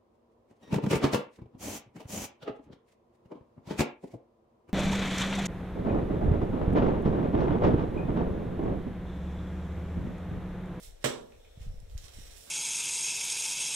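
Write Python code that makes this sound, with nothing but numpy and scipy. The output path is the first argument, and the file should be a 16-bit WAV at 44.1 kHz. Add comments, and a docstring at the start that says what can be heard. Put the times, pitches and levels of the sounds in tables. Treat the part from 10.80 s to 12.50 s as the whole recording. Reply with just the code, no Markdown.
"""Wet dung plaster rustles briefly in the hands, then hits the floor of a small bare room with one ringing slap.
Its clots burst in quick succession and set the room's modes ringing. Crumbs patter after it; then a palm
smears the paste in long gritty strokes, grit and fibres slipping under it and wet pockets popping.
The work is on the floor to the right of a hand-held microphone, which rumbles and knocks softly
over faint hiss and a distant drone."""
import sys
import numpy as np
from scipy import signal
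from scipy.fft import rfft, irfft, next_fast_len
from scipy.io import wavfile

SR = 44100
rng = np.random.default_rng(int(sys.argv[2]) if len(sys.argv) > 2 else 0)


def wav_record(signal):
    """Record a signal, one row per channel, as 16-bit PCM in the file named by sys.argv[1]."""
    frames = np.transpose(np.atleast_2d(signal))
    bounded = np.clip(frames, -1, 1)
    # unit amplitude maps onto the largest positive 16-bit level
    quanta = np.round(bounded * 32767).astype(np.int16)
    wavfile.write(sys.argv[1], SR, quanta)


N = 74970
TIME = np.arange(N) / SR
HZ = np.arange(N // 2 + 1) * SR / N

# likeness of left and right in diffuse sound (frequency [Hz], correlation [-1 to 1])
DIFFUSE_CORRELATION = [(30, 0.69), (70, 0.81), (140, 0.65), (300, 0.038), (520, -0.73), (850, -0.039),
                       (1350, 0.47), (1900, 0.18), (2600, -0.052), (15000, 0.13)]
# reverberation of the bare room (frequency [Hz], time to fall 60 dB [s])
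ROOM_T60 = [(100, 0.64), (250, 0.67), (500, 0.58), (1000, 0.48), (2000, 0.29), (4000, .35), (8000, 0.3),
            (14000, 0.18)]
# direct sound on the left, relative to the right (frequency [Hz], gain [dB])
LEFT_SHADOW = [(150, -2), (400, 0), (700, -11.5), (1400, -7), (2500, -11), (4500, -4), (8000, -19.5)]
# colour of the microphone (frequency [Hz], gain [dB])
MIC_RESPONSE = [(2300, 1), (2850, -0.5), (3400, 0), (4000, -0.5), (4800, -8), (5600, -1), (6500, -7.5),
                (7600, 0.5), (8700, -4), (9700, 0), (10600, -6), (12600, -2.5), (14000, -7.5)]
# mismatch of its two ports (frequency [Hz], left over right [dB])
MIC_BALANCE = [(60, 1.5), (300, 1), (700, -3), (1300, 0.5), (2500, -1), (3600, -2), (4700, -12),
               (6000, -13), (7600, -3.5), (10000, 1.5), (15000, 3.5)]

# spectrum of the steady room tone (frequency [Hz], relative level [dB])
ROOM_TONE_SPECTRUM = [(40, -5), (120, -20), (230, -17), (460, -6), (650, -7), (1050, -21.5), (2000, -20),
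                      (3400, -19.5), (6000, -18), (9500, -24), (11000, -25.5), (15500, -24)]
# its lean, leftward in the mid treble (frequency [Hz], right over left [dB])
ROOM_TONE_PAN = [(1000, -0.5), (3500, 1), (4700, -9), (6000, -15), (7600, -4.5), (11000, 1)]
# spectrum of the distant drone (frequency [Hz], relative level [dB])
DRONE_SPECTRUM = [(200, -23.5), (350, -23.5), (470, 3.5), (620, 1.5), (800, -8.5), (1100, -22),
                  (3000, -60.5)]
# faint narrow hisses (start [s], attack [s], hold [s], release [s], level [dB], centre [Hz])
HISSES = [(0.573, .04, 0.22, 0.07, -72, 3500), (.83, .06, 0.1, 0.07, -73, 5360)]

# course of the handling rumble (time [s], level [dB])
RUMBLE_LEVEL = [(0, -54.5), (.09, -48), (.2, -61.5), (.53, -61.5), (.56, -56.5), (.74, -61), (.8, -48.5),
                (.89, -36), (.99, -45.5), (1.08, -52), (1.15, -43), (1.22, -46), (1.32, -56), (1.4, -45.5),
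                (1.5, -54), (1.62, -60.5), (1.7, -71)]
# spectrum of the rumble (frequency [Hz], relative level [dB])
RUMBLE_SPECTRUM = [(12, -7), (28, 3), (50, -3), (80, -4.5), (115, -19), (200, -29), (350, -52.5),
                   (1000, -61.5)]
# soft knocks on the microphone body (time [s], level [dB], pitch [Hz])
MIC_KNOCKS = [(0.086, -51, 80), (0.774, -37, 103), (.808, -31, 62), (.866, -32.5, 92), (0.895, -29, 55),
              (0.942, -42, 125), (1.027, -40, 93), (1.151, -30, 59), (1.37, -37, 68.6), (1.386, -41, 206),
              (1.402, -42, 82)]

# crumbs landing and wet pockets popping (time [s], drive level [dB], centre [Hz], room send [dB])
POPS = [(.031, -51, 10900, 10), (.522, -44, 2380, 0.5), (0.53, -44, 1300, -5), (.647, -46.5, 2465, 4.5),
        (1.002, -44.5, 9100, -12), (1.098, -46.5, 3470, -3), (1.1718, -39.5, 1870, -1.5),
        (1.178, -32, 6500, 0), (1.2428, -42, 5000, -4), (1.2489, -48, 5500, -4), (1.2824, -34, 3100, 1.5),
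        (1.432, -47.5, 6000, 10), (1.536, -46, 6000, -21), (1.685, -55.5, 2930, 10)]
# rubbing: paste worked in the hands, a rustle while bending, then smearing on the floor
# (start [s], attack [s], hold [s], release [s], level [dB], treble tilt [dB/octave])
STROKES = [(-.03, 0.022, 0.032, 0.1, -50.5, 2), (0.205, 0.019, 0.0077, .01, -59, -3),
           (0.76, 0.066, 0.017, 0.032, -59, -2.9), (1.077, 0.018, 0.024, 0.14, -62.5, 0.5),
           (1.171, .006, 0.042, 0.067, -58.5, 1.5), (1.217, 0.025, 0.014, 0.023, -52.5, -1.5),
           (1.279, 0.0021, 0.0098, 0.012, -55.5, -2), (1.28, 0.047, 0.21, 0.052, -54, -0.23),
           (1.5, 0.074, 0.12, .05, -51.5, 2.1), (1.651, 0.026, .03, .02, -59.5, -5.5)]
# spectrum of the rubbing (frequency [Hz], relative level [dB])
SMEAR_SPECTRUM = [(150, -4.5), (500, -6), (1000, -8.5), (1700, -3.5), (3200, 1), (6000, 0), (9500, 2.5),
                  (11000, -3), (15500, 0)]

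# clots of the lump hitting the floor (time [s], level [dB], fall [dB/s], treble tilt [dB/octave])
CLOTS = [(0.2409, -27, 2198, -1), (0.243, -20, 2800, 0), (0.2471, -26.5, 1498, 0.5),
         (0.2501, -33, 1304, -1.5), (0.2573, -27, 1102, 0.65), (0.266, -40.5, 503, 2)]
# spectrum of a bursting clot (frequency [Hz], relative level [dB])
SPLAT_SPECTRUM = [(40, -20), (80, -12.5), (135, -5.5), (200, -7.5), (300, -8.5), (450, 0), (590, -6),
                  (700, -12.5), (850, -13.5), (990, -11), (1150, -13), (1380, -14), (1550, -13),
                  (1850, -8.5), (2300, -8.5), (2700, -12), (3400, -8.5), (4500, -16), (8000, -14),
                  (11000, -22.5), (15500, -20)]
# room modes rung by the slap (frequency [Hz], level [dB], time to fall 60 dB [s])
ROOM_MODES = [(133.96, -34, 0.29), (230, -43, 0.6), (263.3, -41, 0.44), (355.8, -38.5, 0.43),
              (408.7, -40.5, 0.51), (488.6, -39.5, 0.66), (591, -35, 0.25), (794, -44, 0.34),
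              (1000, -41, 0.19), (1396, -47, 0.5), (1825, -43, 0.27), (1952, -53, .3), (2320, -65, 0.11),
              (3417, -44.5, 0.39)]


def from_db(db):
    """Decibels to gain."""
    return 10 ** (np.asarray(db) / 20)


def unit_power(x):
    """Scale to an RMS of one."""
    return x / np.sqrt(np.mean(x ** 2) + 1e-20)


def at_hz(points, hz):
    """Read a table on a log-frequency axis."""
    freqs, values = np.transpose(points)
    return np.interp(np.log(np.maximum(hz, 1)), np.log(freqs), values)


def pan(db):
    """Left and right gains, the right louder by db."""
    return from_db(np.array([[-1], [1]]) * db / 2)


def convolve(x, response):
    """Pass each channel through an impulse response."""
    return signal.fftconvolve(np.atleast_2d(x), np.atleast_2d(response), axes=1)[:, :N]


def colour(x, points, tilt_db=0, keep_power=True, size=8192):
    """Minimum-phase filter with the given spectrum, tilted by tilt_db per octave above 1 kHz."""
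    hz = np.arange(size // 2 + 1) * SR / size
    gain = from_db(at_hz(points, hz) + tilt_db * np.log2(np.maximum(hz / 1000, 1)))
    cepstrum = irfft(np.log(unit_power(gain) if keep_power else gain))
    cepstrum[1:size // 2] *= 2  # folding makes the filter causal
    cepstrum[size // 2 + 1:] = 0
    return convolve(x, irfft(np.exp(rfft(cepstrum))))


def drift(hz):
    """Random wander slower than hz, unit power."""
    lowpass = signal.butter(2, hz, fs=SR, output="sos")
    return unit_power(signal.sosfilt(lowpass, rng.standard_normal(N + SR))[SR:])


def grains(per_s, spread_db):
    """Random tiny clicks of uneven size, unit power."""
    sizes = from_db(spread_db * np.minimum(rng.exponential(1, N), 4))
    signs = rng.choice([-1, 1], N)
    return unit_power(sizes * signs * (rng.random(N) < per_s / SR))


def swell(start, attack, hold, release):
    """Envelope that rises, holds and falls."""
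    return np.interp(TIME, start + np.cumsum([0, attack, hold, release]), [0, 1, 1, 0])


def burst(start, fall_db_per_s, attack_s=0.0005):
    """Envelope of an impact: a quick rise and a steady fall."""
    age = np.maximum(TIME - start, 0)
    return np.minimum(age / attack_s, 1) * from_db(-fall_db_per_s * age)


def diffuse_noise(size=N):
    """White stereo noise reaching the microphone from all sides."""
    hz = np.arange(size // 2 + 1) * SR / size
    alike = at_hz(DIFFUSE_CORRELATION, hz)
    mid, side = rfft(rng.standard_normal((2, size)))
    return irfft(np.sqrt((1 + alike) / 2) * mid + np.sqrt((1 - alike) / 2) * side * [[1], [-1]], size)


def reflections(x, length_s=0.55):
    """Dense echoes off the bare walls, dying band by band; each call draws a new pattern."""
    size = next_fast_len(int(length_s * SR))
    hz = np.arange(size // 2 + 1) * SR / size
    spectrum = rfft(diffuse_noise(size))
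    centres = [centre for centre, _ in ROOM_T60]
    tail = 0
    for share, (_, t60) in zip(np.eye(len(centres)), ROOM_T60):
        band = irfft(spectrum * at_hz(list(zip(centres, share)), hz), size)
        tail += band * from_db(-60 * TIME[:size] / t60)
    return convolve(x, tail / np.sqrt(np.sum(tail ** 2) / 2))


def direct(x, left_lag_s=0.0006):
    """Sound from the right reaches the left channel later and weaker; the bass stays near the centre."""
    x = np.ravel(x)
    lag = left_lag_s * np.interp(HZ, [110, 440], [0, 1])
    left = rfft(x) * from_db(at_hz(LEFT_SHADOW, HZ)) * np.exp(-2j * np.pi * HZ * lag)
    return np.array([irfft(left, N), x])


def background(tone_db=-62.5, drone_db=-65, hiss_q=10.6):
    """Steady room tone and a distant drone, with a thin hiss coming and going."""
    tone = colour(diffuse_noise(), ROOM_TONE_SPECTRUM)
    tone = irfft(rfft(tone) * pan(at_hz(ROOM_TONE_PAN, HZ)), N)
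    drone = pan(-15) * direct(colour(rng.standard_normal(N), DRONE_SPECTRUM))
    out = from_db(tone_db) * tone + from_db(drone_db) * drone
    for *shape, db, hz in HISSES:
        hiss = signal.lfilter(*signal.iirpeak(hz, hiss_q, fs=SR), diffuse_noise())
        out += from_db(db) * swell(*shape) * unit_power(hiss)
    return out


def mic_handling(knock_cycles=0.75):
    """The hand on the microphone makes a lumpy rumble and dull knocks of about one cycle."""
    level_db = np.interp(TIME, *np.transpose(RUMBLE_LEVEL))
    out = from_db(level_db) * unit_power(colour(diffuse_noise(), RUMBLE_SPECTRUM))
    for start, db, hz in MIC_KNOCKS:
        cycles = np.maximum(TIME - start, 0) * hz
        rise = 1 - np.exp(-2 * np.pi * cycles)
        fall = np.exp(-(cycles / knock_cycles) ** 2)
        out += from_db(db) * rise * fall * np.sin(2 * np.pi * cycles)
    return out


def crumbs_and_pops(decay_s=0.00078, q=2.4):
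    """Each landing crumb or popping pocket gives a millisecond of crackle in one broad resonance."""
    near, room_send = 0, 0
    for start, db, hz, room_db in POPS:
        envelope = (TIME >= start) * np.exp(-np.minimum(np.abs(TIME - start) / decay_s, 20))
        crack = envelope * rng.standard_normal(N)
        pop = 2 * from_db(db) * signal.lfilter(*signal.iirpeak(hz, q, fs=SR), crack)
        near += pop
        room_send += from_db(room_db) * pop
    return direct(near) + reflections(room_send)


def smearing(judder_db=1.5, judder_hz=29, room_db=-1.5):
    """Grit and wet fibres slip under a slightly juddering hand; each stroke has its own reflections."""
    slips = grains(per_s=4000, spread_db=3) * from_db(judder_db * drift(judder_hz))
    out = 0
    for *shape, db, tilt_db in STROKES:
        stroke = colour(from_db(db) * swell(*shape) * slips, SMEAR_SPECTRUM, tilt_db)
        out += direct(stroke) + from_db(room_db) * reflections(stroke)
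    return out


def slap(pan_db=2):
    """Each clot bursts on its own spot of floor, with its own reflections; the room's modes ring on."""
    spatter = grains(per_s=9000, spread_db=1.5)
    splats, ringing = 0, 0
    for start, db, fall_db_per_s, tilt_db in CLOTS:
        splat = colour(from_db(db) * burst(start, fall_db_per_s) * spatter, SPLAT_SPECTRUM, tilt_db)
        splats += direct(splat) + reflections(splat)
    loudest_clot_s = CLOTS[1][0]
    for hz, db, t60 in ROOM_MODES:
        mode = np.sin(2 * np.pi * (hz * TIME + rng.random()))
        ringing += from_db(db) * burst(loudest_clot_s, 60 / t60) * mode
    return pan(pan_db) * (splats + direct(ringing))


def scene():
    """The room as heard from the microphone's position, in stereo."""
    return slap() + smearing() + crumbs_and_pops() + mic_handling() + background()


def record(dry, ceiling=0.57, cutoff_hz=15700):
    """Each microphone port adds its own colour; the highest peaks are rounded and the top is cut."""
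    tinted = colour(dry, MIC_RESPONSE, keep_power=False)
    ports = []
    for channel, sign in zip(tinted, (1, -1)):
        port_response = [(hz, sign * db / 2) for hz, db in MIC_BALANCE]
        ports.append(colour(channel, port_response, keep_power=False))
    rounded = ceiling * np.tanh(np.vstack(ports) / ceiling)
    lowpass = signal.ellip(12, 0.1, 80, cutoff_hz, fs=SR, output="sos")
    return signal.sosfilt(lowpass, rounded)


dry = scene()
out = record(dry)
wav_record(out)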